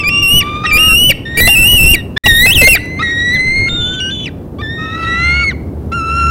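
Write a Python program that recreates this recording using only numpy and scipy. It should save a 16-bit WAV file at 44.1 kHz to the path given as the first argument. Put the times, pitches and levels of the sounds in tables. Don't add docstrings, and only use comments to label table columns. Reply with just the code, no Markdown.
import sys
import numpy as np
from scipy import signal
from scipy.fft import rfft, irfft
from scipy.io import wavfile
from scipy.ndimage import uniform_filter1d, map_coordinates

SR = 44100
rng = np.random.default_rng(int(sys.argv[2]) if len(sys.argv) > 2 else 0)


def unload_wav(signal):
    wavfile.write(
        sys.argv[1],
        SR,
        np.round(np.clip(np.atleast_2d(signal).T, -1, 1) * 32767).astype(np.int16),
    )


N = 277830
T = np.arange(N) / SR
BAND_LIMIT_HZ = 15886


def gain_of(db):
    return 10 ** (np.asarray(db) / 20)


def unit_rms(x):
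    return x / np.sqrt(np.mean(x ** 2) + 1e-20)


def value_at(curve, hz):
    curve_hz, value = np.transpose(curve)
    return np.interp(np.log(hz + 1), np.log(curve_hz + 1), value)


def add(mix, start_s, sound):
    part = mix[max(round(start_s * SR), 0):][:len(sound)]
    part += sound[:len(part)]


def noise(magnitude):
    return unit_rms(irfft(rfft(rng.standard_normal(N)) * magnitude(np.fft.rfftfreq(N, 1 / SR)), N))


def drift(t, hz):
    steps = rng.standard_normal(8192)
    return map_coordinates(steps, [2 * hz * t], order=2, mode="wrap")


# frequency_hz, relative_db
WIND_SPECTRUM = [(20, -31), (45, -9), (85, 3), (140, -1.5), (300, -6), (600, -17.5), (2500, -47),
                 (7000, -56), (15000, -52.5)]

def wind(level_db=-23.0, gust_db=0.94):
    level = gain_of(level_db + gust_db * drift(T, 5.2))
    return level * noise(lambda hz: gain_of(value_at(WIND_SPECTRUM, hz)))


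# time_s, level_db
HUM_ENVELOPE = [(4.9, -40), (5.35, -16.5), (5.62, -32.5), (6.3, -17.5)]

def hum(pitch_hz=72, octave_db=-12):
    phase = 2 * np.pi * np.cumsum(pitch_hz * (1 + 0.0321 * drift(T, 10))) / SR
    level = gain_of(np.interp(T, *np.transpose(HUM_ENVELOPE)) + 1.6 * drift(T, 13))
    return np.sqrt(2) * level * (np.sin(phase) + gain_of(octave_db) * np.sin(2 * phase))


# start_s, level_db, pitch_hz, width_hz, decay_s
HIGH_TICKS = [(2.856, -37, 9000, 4000, .0015), (3.332, -29.5, 11900, 490, 0.0044)]

def high_ticks():
    out, t = np.zeros(N), T[:2048]
    for start_s, level_db, pitch_hz, width_hz, decay_s in HIGH_TICKS:
        envelope = gain_of(level_db) * t / decay_s * np.exp(1 - t / decay_s)
        add(out, start_s, envelope * unit_rms(drift(t, width_hz)) * np.cos(2 * np.pi * pitch_hz * t))
    return out


def woods(sound, low_t60_s=0.49, high_t60_s=.4, smear=.8, smear_hz=110):
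    reflections = rng.standard_normal(SR) * (rng.random(SR) < 2000 / SR)
    hz, t, spectrum = signal.stft(reflections, SR, nperseg=256)
    t60_s = value_at([(3000, low_t60_s), (9000, high_t60_s)], hz)[:, None]
    tail = signal.istft(spectrum * gain_of(-60 * t / t60_s), SR, nperseg=256)[1]
    tail = signal.lfilter(*signal.butter(1, 6000, fs=SR), tail)
    blurred = sound * unit_rms(1 - smear + smear * drift(T, smear_hz))
    return signal.fftconvolve(blurred, tail / np.linalg.norm(tail))[:N]


# start_s, end_s, drive_db, end_drive_db
OVERLOAD_SPELLS = [(0.072, 0.087, -50.5, -24), (0.224, 0.397, -29, -15), (0.734, 1.111, -19, -14.5),
                   (1.364, 1.95, -14.5, -11), (2.242, 2.75, -20.5, -11)]

def overload(t, ramp_s=0.0086):
    return sum(np.interp(t, [start - ramp_s, start, end, end + ramp_s],
                         [0, gain_of(db), gain_of(end_db), 0])
               for start, end, db, end_db in OVERLOAD_SPELLS)


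def bluster(thump_db=-10, corner_hz=120, slope=1.92, sizzle_db=-22, wing_db=-22):
    drive = abs(uniform_filter1d(overload(T), 400))
    heave = noise(lambda hz: 1 / (1 + (hz / corner_hz) ** slope))
    heave *= gain_of(6.9 * np.tanh(drift(T, 20)))
    sizzle = rng.standard_normal(N) * gain_of(1.6 * drift(T, 47))
    wing = gain_of(wing_db) * np.exp(-((T - 3.65) / 0.21) ** 2)
    return (gain_of(thump_db) * np.sqrt(drive) + wing) * heave + gain_of(sizzle_db) * drive * sizzle


def combination_tones(first, second, growl_db=8, grit_db=7, thump_db=-4, sum_db=-10):
    def band(x, edges_hz):
        return signal.sosfilt(signal.butter(3, edges_hz, "band", fs=SR, output="sos"), x)
    square = (first + second) ** 2
    thump = gain_of(thump_db) * band(square, [12, 250])
    growl = gain_of(growl_db) * band(square, [350, 1100])
    sum_tone = gain_of(sum_db) * band(square, [3050, 3550])
    difference = signal.hilbert(first) * np.conj(signal.hilbert(second))
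    difference_octave = abs(difference) * np.cos(2 * np.angle(difference))
    grit = gain_of(grit_db) * band(difference_octave, [1100, 2100])
    drive = abs(uniform_filter1d(overload(T), 400))
    return np.sqrt(drive) * (growl + grit) + thump + sum_tone


# frequency_hz, relative_db
RASP_SPECTRUM = [(3800, -1.5), (5400, -28.5), (6800, -14.5), (8500, -6), (14000, -7)]

def rasp(t, hz, phase, folded_db=-27, shake=0.084, patchy_db=6.5, grain=0.17):
    out = np.zeros(len(t))
    phase = phase + shake * gain_of(patchy_db * drift(t, 14)) * drift(t, 280)
    for k in range(2, 16):
        folded = np.clip((k * hz - BAND_LIMIT_HZ) / (SR / 2 - BAND_LIMIT_HZ), 0, 1)
        flutter_db = 0.7544 * min(k, 6) * drift(t, 75)
        level_db = value_at(RASP_SPECTRUM, k * hz) + folded_db * folded + flutter_db
        out += gain_of(level_db) * (1 + grain * drift(t, 600)) * np.sin(k * phase)
    return out * uniform_filter1d(overload(t), 150)


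# centre_s, half_length_s, depth_ratio
FLUTTER_SPELLS = [(4.98, 0.046, 0.53)]

def flutter(t, rate_hz=74.4):
    envelope = sum(depth * np.exp(-((t - centre_s) / half_s) ** 2)
                   for centre_s, half_s, depth in FLUTTER_SPELLS)
    return envelope * drift(t, rate_hz)


# centre_s, half_length_s, depth_ratio, cycles_per_group
CROAK_SPELLS = [(1.39, .018, 0.55, 5), (1.489, .014, 0.35, 3.6), (5.02, 0.033, 0.55, 2.9),
                (5.29, 0.15, 0.07, 1.7), (5.918, .012, .7, 1.7), (6.15, .22, 0.09, 3.2)]

def croak(t, phase):
    return sum(depth * np.exp(-((t - centre_s) / half_s) ** 2) * np.sin(phase / cycles + drift(t, 90))
               for centre_s, half_s, depth, cycles in CROAK_SPELLS)


def glide(start_s, end_s, pitch_hz, end_pitch_hz, level_db, end_level_db):
    return [(start_s, pitch_hz, level_db), (end_s, end_pitch_hz, end_level_db)]


def contour(points, fall_oct_per_s, attack_s, register_gap_hz,
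            release_s=0.0082, fall_s=0.032, register_hold_s=.013, fall_db=-25):
    times_s, hz, db = np.transpose(points)
    start = times_s[0] - attack_s / 2
    end = times_s[-1] + (release_s if fall_oct_per_s is None else fall_s)
    t = T[(T >= start) & (T <= end)]
    pitch = np.interp(t, times_s, hz)
    level = np.interp(t, times_s, gain_of(db))
    level *= np.clip((t - start) / attack_s, 0, 1) * np.clip((end - t) / release_s, 0, 1)
    onset_crack = np.exp(-((t - times_s[0]) / 0.0084) ** 2)
    end_crack = np.exp(-((t - times_s[-1]) / 0.0042) ** 2)
    breaking = np.maximum(onset_crack, end_crack)
    if fall_oct_per_s is not None:
        after_s = np.maximum(t - times_s[-1], 0)
        stumble_octaves = 0.02 * np.sqrt(after_s / fall_s) * drift(t, 150)
        register_hz = np.maximum(pitch - register_gap_hz * np.round(after_s / register_hold_s), pitch / 2)
        pitch = register_hz * 2 ** (-fall_oct_per_s * after_s + stumble_octaves)
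        level *= gain_of(fall_db * (after_s / fall_s) ** 2)
        breaking = np.where(after_s > 0, .7, breaking)
    return t, pitch, level, breaking


def call(points, throat, jitter, waver_db, breath_db, hoarse, fall_oct_per_s=None, attack_s=0.0053,
         bright_db=0, overloads=False, register_gap_hz=0, beat_hz=560, top_register_hz=3515):
    t, hz, level, breaking = contour(points, fall_oct_per_s, attack_s, register_gap_hz)
    breaking = hoarse * breaking
    hz = hz * (1 + jitter * drift(t, 70) + .0035 * drift(t, 16))
    tremble = flutter(t)
    rough = gain_of(breath_db + 2 * np.tanh(drift(t, 13))) + 0.14 * breaking
    phase = 2 * np.pi * np.cumsum(hz) / SR + rough * drift(t, 500) + tremble / 2
    limp = hoarse * croak(t, phase)
    phase += limp
    beat = breaking * np.sin(2 * np.pi * np.cumsum(beat_hz * (1 + 0.22 * drift(t, 40))) / SR)
    level *= gain_of(waver_db * drift(t, 25))
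    level *= 1 + limp + tremble + rough * drift(t, 900) + 0.5 * beat
    squash_db = 31 * overload(t)
    out = np.cos(phase)
    for k in range(2, 11):
        throat_db = value_at(throat, k * hz) - value_at(throat, hz)
        shimmer_db = 2 * drift(t, 12) + 2.2 * drift(t, 110)
        reedy_db = bright_db * (k > 3) + 5 * (k == 2) * (hz > top_register_hz)
        harmonic_db = throat_db + reedy_db + shimmer_db - squash_db * (k * hz > 4930)
        out += gain_of(harmonic_db) * (k * hz < BAND_LIMIT_HZ) * np.sin(k * phase)
    out *= level
    if overloads:
        sounding = np.minimum(0.89 * level / np.median(level), 1) ** 2
        out += sounding * rasp(t, hz, phase + 0.24 * beat)
    return t[0], np.sqrt(2) * out


# frequency_hz, gain_db
MATE_RESPONSE = [(1300, 6.5), (2750, -2.5), (3600, -4.5), (4100, -19.5), (6800, -26), (8200, -38.5),
                 (9500, -31.5), (12300, -48.5), (14000, -62)]
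# start_s, end_s, pitch_hz, end_pitch_hz, level_db, end_level_db, fall_oct_per_s
MATE_WHISTLES = [(0, 0.403, 1174, 1157, -26.5, -37, 14.5), (0.408, 0.927, 1160, 1286, -23.5, -23, -1),
                 (1.255, 1.474, 1825, 1920, -22.5, -23, 9.5), (1.479, 1.955, 1926, 1998, -30.5, -46.5, 5),
                 (1.959, 1.987, 1956, 1900, -23.5, -21, 2.5), (2.475, 2.773, 1860, 2022, -28.5, -48, 7),
                 (2.78, 3.103, 1956, 2153, -26, -25.5, -1.5), (3.329, 3.352, 1993, 1890, -22, -22, 10.5),
                 (3.664, 4.107, 1375, 1563, -34, -25.5, -0.5)]
# time_s, pitch_hz, level_db
MATE_FLUTTERING = [(4.785, 1259, -27.5), (4.965, 1312, -26), (5.06, 1326, -21), (5.38, 1420, -20.5),
                   (5.43, 1386, -20.5)]
MATE_REEDY = [(5.92, 1324, -17.5), (5.948, 1397, -17), (6.034, 1312, -19), (6.15, 1360, -16),
              (6.252, 1364, -12), (6.3, 1363, -14)]

def mate():
    out = np.zeros(N)
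    for *row, fall in MATE_WHISTLES:
        add(out, *call(glide(*row), MATE_RESPONSE, jitter=0.0049, waver_db=1.5, breath_db=-22.0,
                       hoarse=.1, fall_oct_per_s=fall, attack_s=0.008, bright_db=-0.5))
    add(out, *call(MATE_FLUTTERING, MATE_RESPONSE, jitter=0.0046, waver_db=1.0, breath_db=-21.0,
                   hoarse=0.065, fall_oct_per_s=8.5, attack_s=.02))
    add(out, *call(MATE_REEDY, MATE_RESPONSE, jitter=0.0035, waver_db=-0.5, breath_db=-30.0,
                   hoarse=0.3, attack_s=0.009, bright_db=4.0))
    return out


# start_s, end_s, pitch_hz, end_pitch_hz, level_db, end_level_db
SECOND_OSCILLATOR = [(2.259, 2.27, 2883, 2752, -12, -5), (2.618, 2.643, 2570, 2510, -13, -15),
                     (3.808, 3.991, 3056, 3120, -34.5, -30), (4.102, 4.26, 3014, 3028, -27.5, -27)]

def biphonation(voice, throat, depth=0.084, saturation_db=-26):
    second = np.zeros(N)
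    for row in SECOND_OSCILLATOR:
        add(second, *call(glide(*row), throat, jitter=0.0078, waver_db=4.0, breath_db=-14.5, hoarse=1))
    return voice * (1 + depth * np.tanh(second / gain_of(saturation_db))) + second


# frequency_hz, gain_db
LEADER_RESPONSE = [(1300, 5.5), (2100, 1.5), (2800, -8), (3700, -4.5), (4400, -16), (5600, -22),
                   (7500, -34.5), (8500, -34.5), (11000, -49.5), (14500, -68)]
# start_s, end_s, pitch_hz, end_pitch_hz, level_db, end_level_db
PIPING_NOTES = [(0, 0.032, 2710, 2525, -13.5, -30.5), (0.036, 0.092, 2302, 2480, -14, -9.5),
                (0.638, 0.652, 1290, 1240, -14.5, -17.5), (0.648, 0.661, 1862, 1915, -26.5, -11),
                (0.665, 0.706, 2770, 2606, -13, -16), (0.712, 0.773, 2353, 2454, -8, -7.5),
                (1.372, 1.401, 2306, 2380, -10, -8), (1.402, 1.478, 1921, 2028, -9.5, -10.5),
                (2.165, 2.179, 1670, 1840, -21.5, -9), (2.613, 2.676, 2053, 2130, -12, -1),
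                (2.992, 3.019, 1177, 1326, -21.5, -15.5), (4.002, 4.102, 2870, 2895, -16.5, -20.5),
                (4.11, 4.248, 3537, 3410, -21, -27), (4.256, 4.272, 2930, 2410, -22.5, -24.5),
                (4.586, 4.614, 1110, 1210, -32.5, -26)]
# time_s, pitch_hz, level_db
LOUD_SCREAMS = [
    [(0.095, 2725, -16.5), (0.185, 2807, -9), (0.215, 2840, -20.5), (0.232, 2770, -7), (0.275, 2756, -9.5),
     (0.381, 2981, -7), (0.408, 2800, -11)],
    [(0.779, 2700, -9.5), (0.809, 2826, -7), (0.881, 2852, -7.5), (0.899, 2736, -7), (0.952, 2740, -6),
     (0.963, 2826, -9.5), (1.027, 2940, -7.5), (1.087, 2995, -8.5), (1.101, 2833, -5)],
    [(1.474, 2737, -7), (1.546, 2820, -7), (1.56, 2547, -7.5), (1.614, 2710, -7.5), (1.632, 2644, -7),
     (1.69, 2910, -7), (1.755, 2920, -6.5), (1.772, 2850, -7), (1.792, 2653, -7), (1.86, 2710, -6.5),
     (1.922, 2813, -7), (1.938, 2820, -5)],
]
RISING_CRIES = [
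    [(3.025, 1912, -12), (3.075, 1879, -16), (3.309, 1947, -13), (3.345, 2012, -11.5), (3.549, 2108, -13),
     (3.686, 2148, -12)],
    [(4.616, 1833, -30), (4.635, 1771, -22.5), (4.67, 1757, -24.5), (4.72, 1833, -24.5), (4.84, 1857, -25),
     (4.885, 1820, -28.5), (4.962, 1924, -26.5), (4.995, 1963, -32), (5.04, 1940, -25.5)],
    [(5.046, 1886, -24), (5.124, 1944, -15.5), (5.19, 1989, -18), (5.28, 2100, -11.5), (5.42, 2240, -14),
     (5.49, 2167, -12), (5.508, 1914, -24.5)],
]
# time_s, pitch_hz, level_db
YODEL_SCREAM = [(2.238, 1853, -5.5), (2.259, 1963, -13), (2.303, 1851, -4.5), (2.328, 1824, -11.5),
                (2.41, 1910, -10), (2.46, 2063, -4.5)]
YODEL_PEAK = [(2.465, 2586, -6), (2.505, 2640, -8), (2.534, 3320, -9.5), (2.543, 4000, -22),
              (2.555, 3221, -8), (2.583, 2645, -9), (2.619, 2621, -5)]
YODEL_DROOP = [(2.681, 2752, -6.5), (2.722, 2730, -6), (2.753, 2330, -7.5)]
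# time_s, pitch_hz, level_db
THIN_SQUEAL = [(3.692, 3610, -18.5), (3.757, 3690, -17.5), (3.844, 3510, -15), (3.962, 3560, -25.5),
               (3.997, 3420, -21.5)]

def leader(pause_s=.1, collapse_oct_per_s=9):
    out = np.zeros(N)
    notes = [glide(*row) for row in PIPING_NOTES]
    notes += [*LOUD_SCREAMS, YODEL_SCREAM, YODEL_PEAK, YODEL_DROOP, *RISING_CRIES, THIN_SQUEAL]
    notes.sort(key=lambda note: note[0][0])
    next_starts = [note[0][0] for note in notes[1:]] + [np.inf]
    for note, next_start in zip(notes, next_starts):
        start, end = note[0][0], note[-1][0]
        fall = collapse_oct_per_s if next_start - end > pause_s else None
        if overload((start + end) / 2) > 0:
            timbre = dict(jitter=.0042, waver_db=0.5, breath_db=-40.5, hoarse=0.67, overloads=True)
        else:
            timbre = dict(jitter=0.0031, waver_db=1.0, breath_db=-29.0, hoarse=0.73,
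                          bright_db=5 if note is RISING_CRIES[0] else 0)
        add(out, *call(note, LEADER_RESPONSE, fall_oct_per_s=fall, register_gap_hz=300, **timbre))
    return biphonation(out, LEADER_RESPONSE)


def scene(shaking=0.44, echo_db=-23.5):
    leading, answering = leader(), mate()
    birds, rumble = leading + answering, wind() + hum()
    mix = birds * (1 + shaking * rumble) + combination_tones(leading, answering)
    mix += gain_of(echo_db) * woods(birds) + rumble + bluster() + high_ticks()
    return np.array([mix, mix])


def record(dry, ceiling=.95, cut_s=2.178, resume_s=2.236, fade_s=.022):
    gate = np.where(T < cut_s, 1, np.clip((T - resume_s) / fade_s, .0005, 1))
    clipped = np.clip(dry, -ceiling, ceiling)
    low_pass = signal.firwin(511, BAND_LIMIT_HZ, window=("kaiser", 9), fs=SR)
    return signal.oaconvolve(clipped * gate, low_pass[None], "same")


dry = scene()
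out = record(dry)
unload_wav(out)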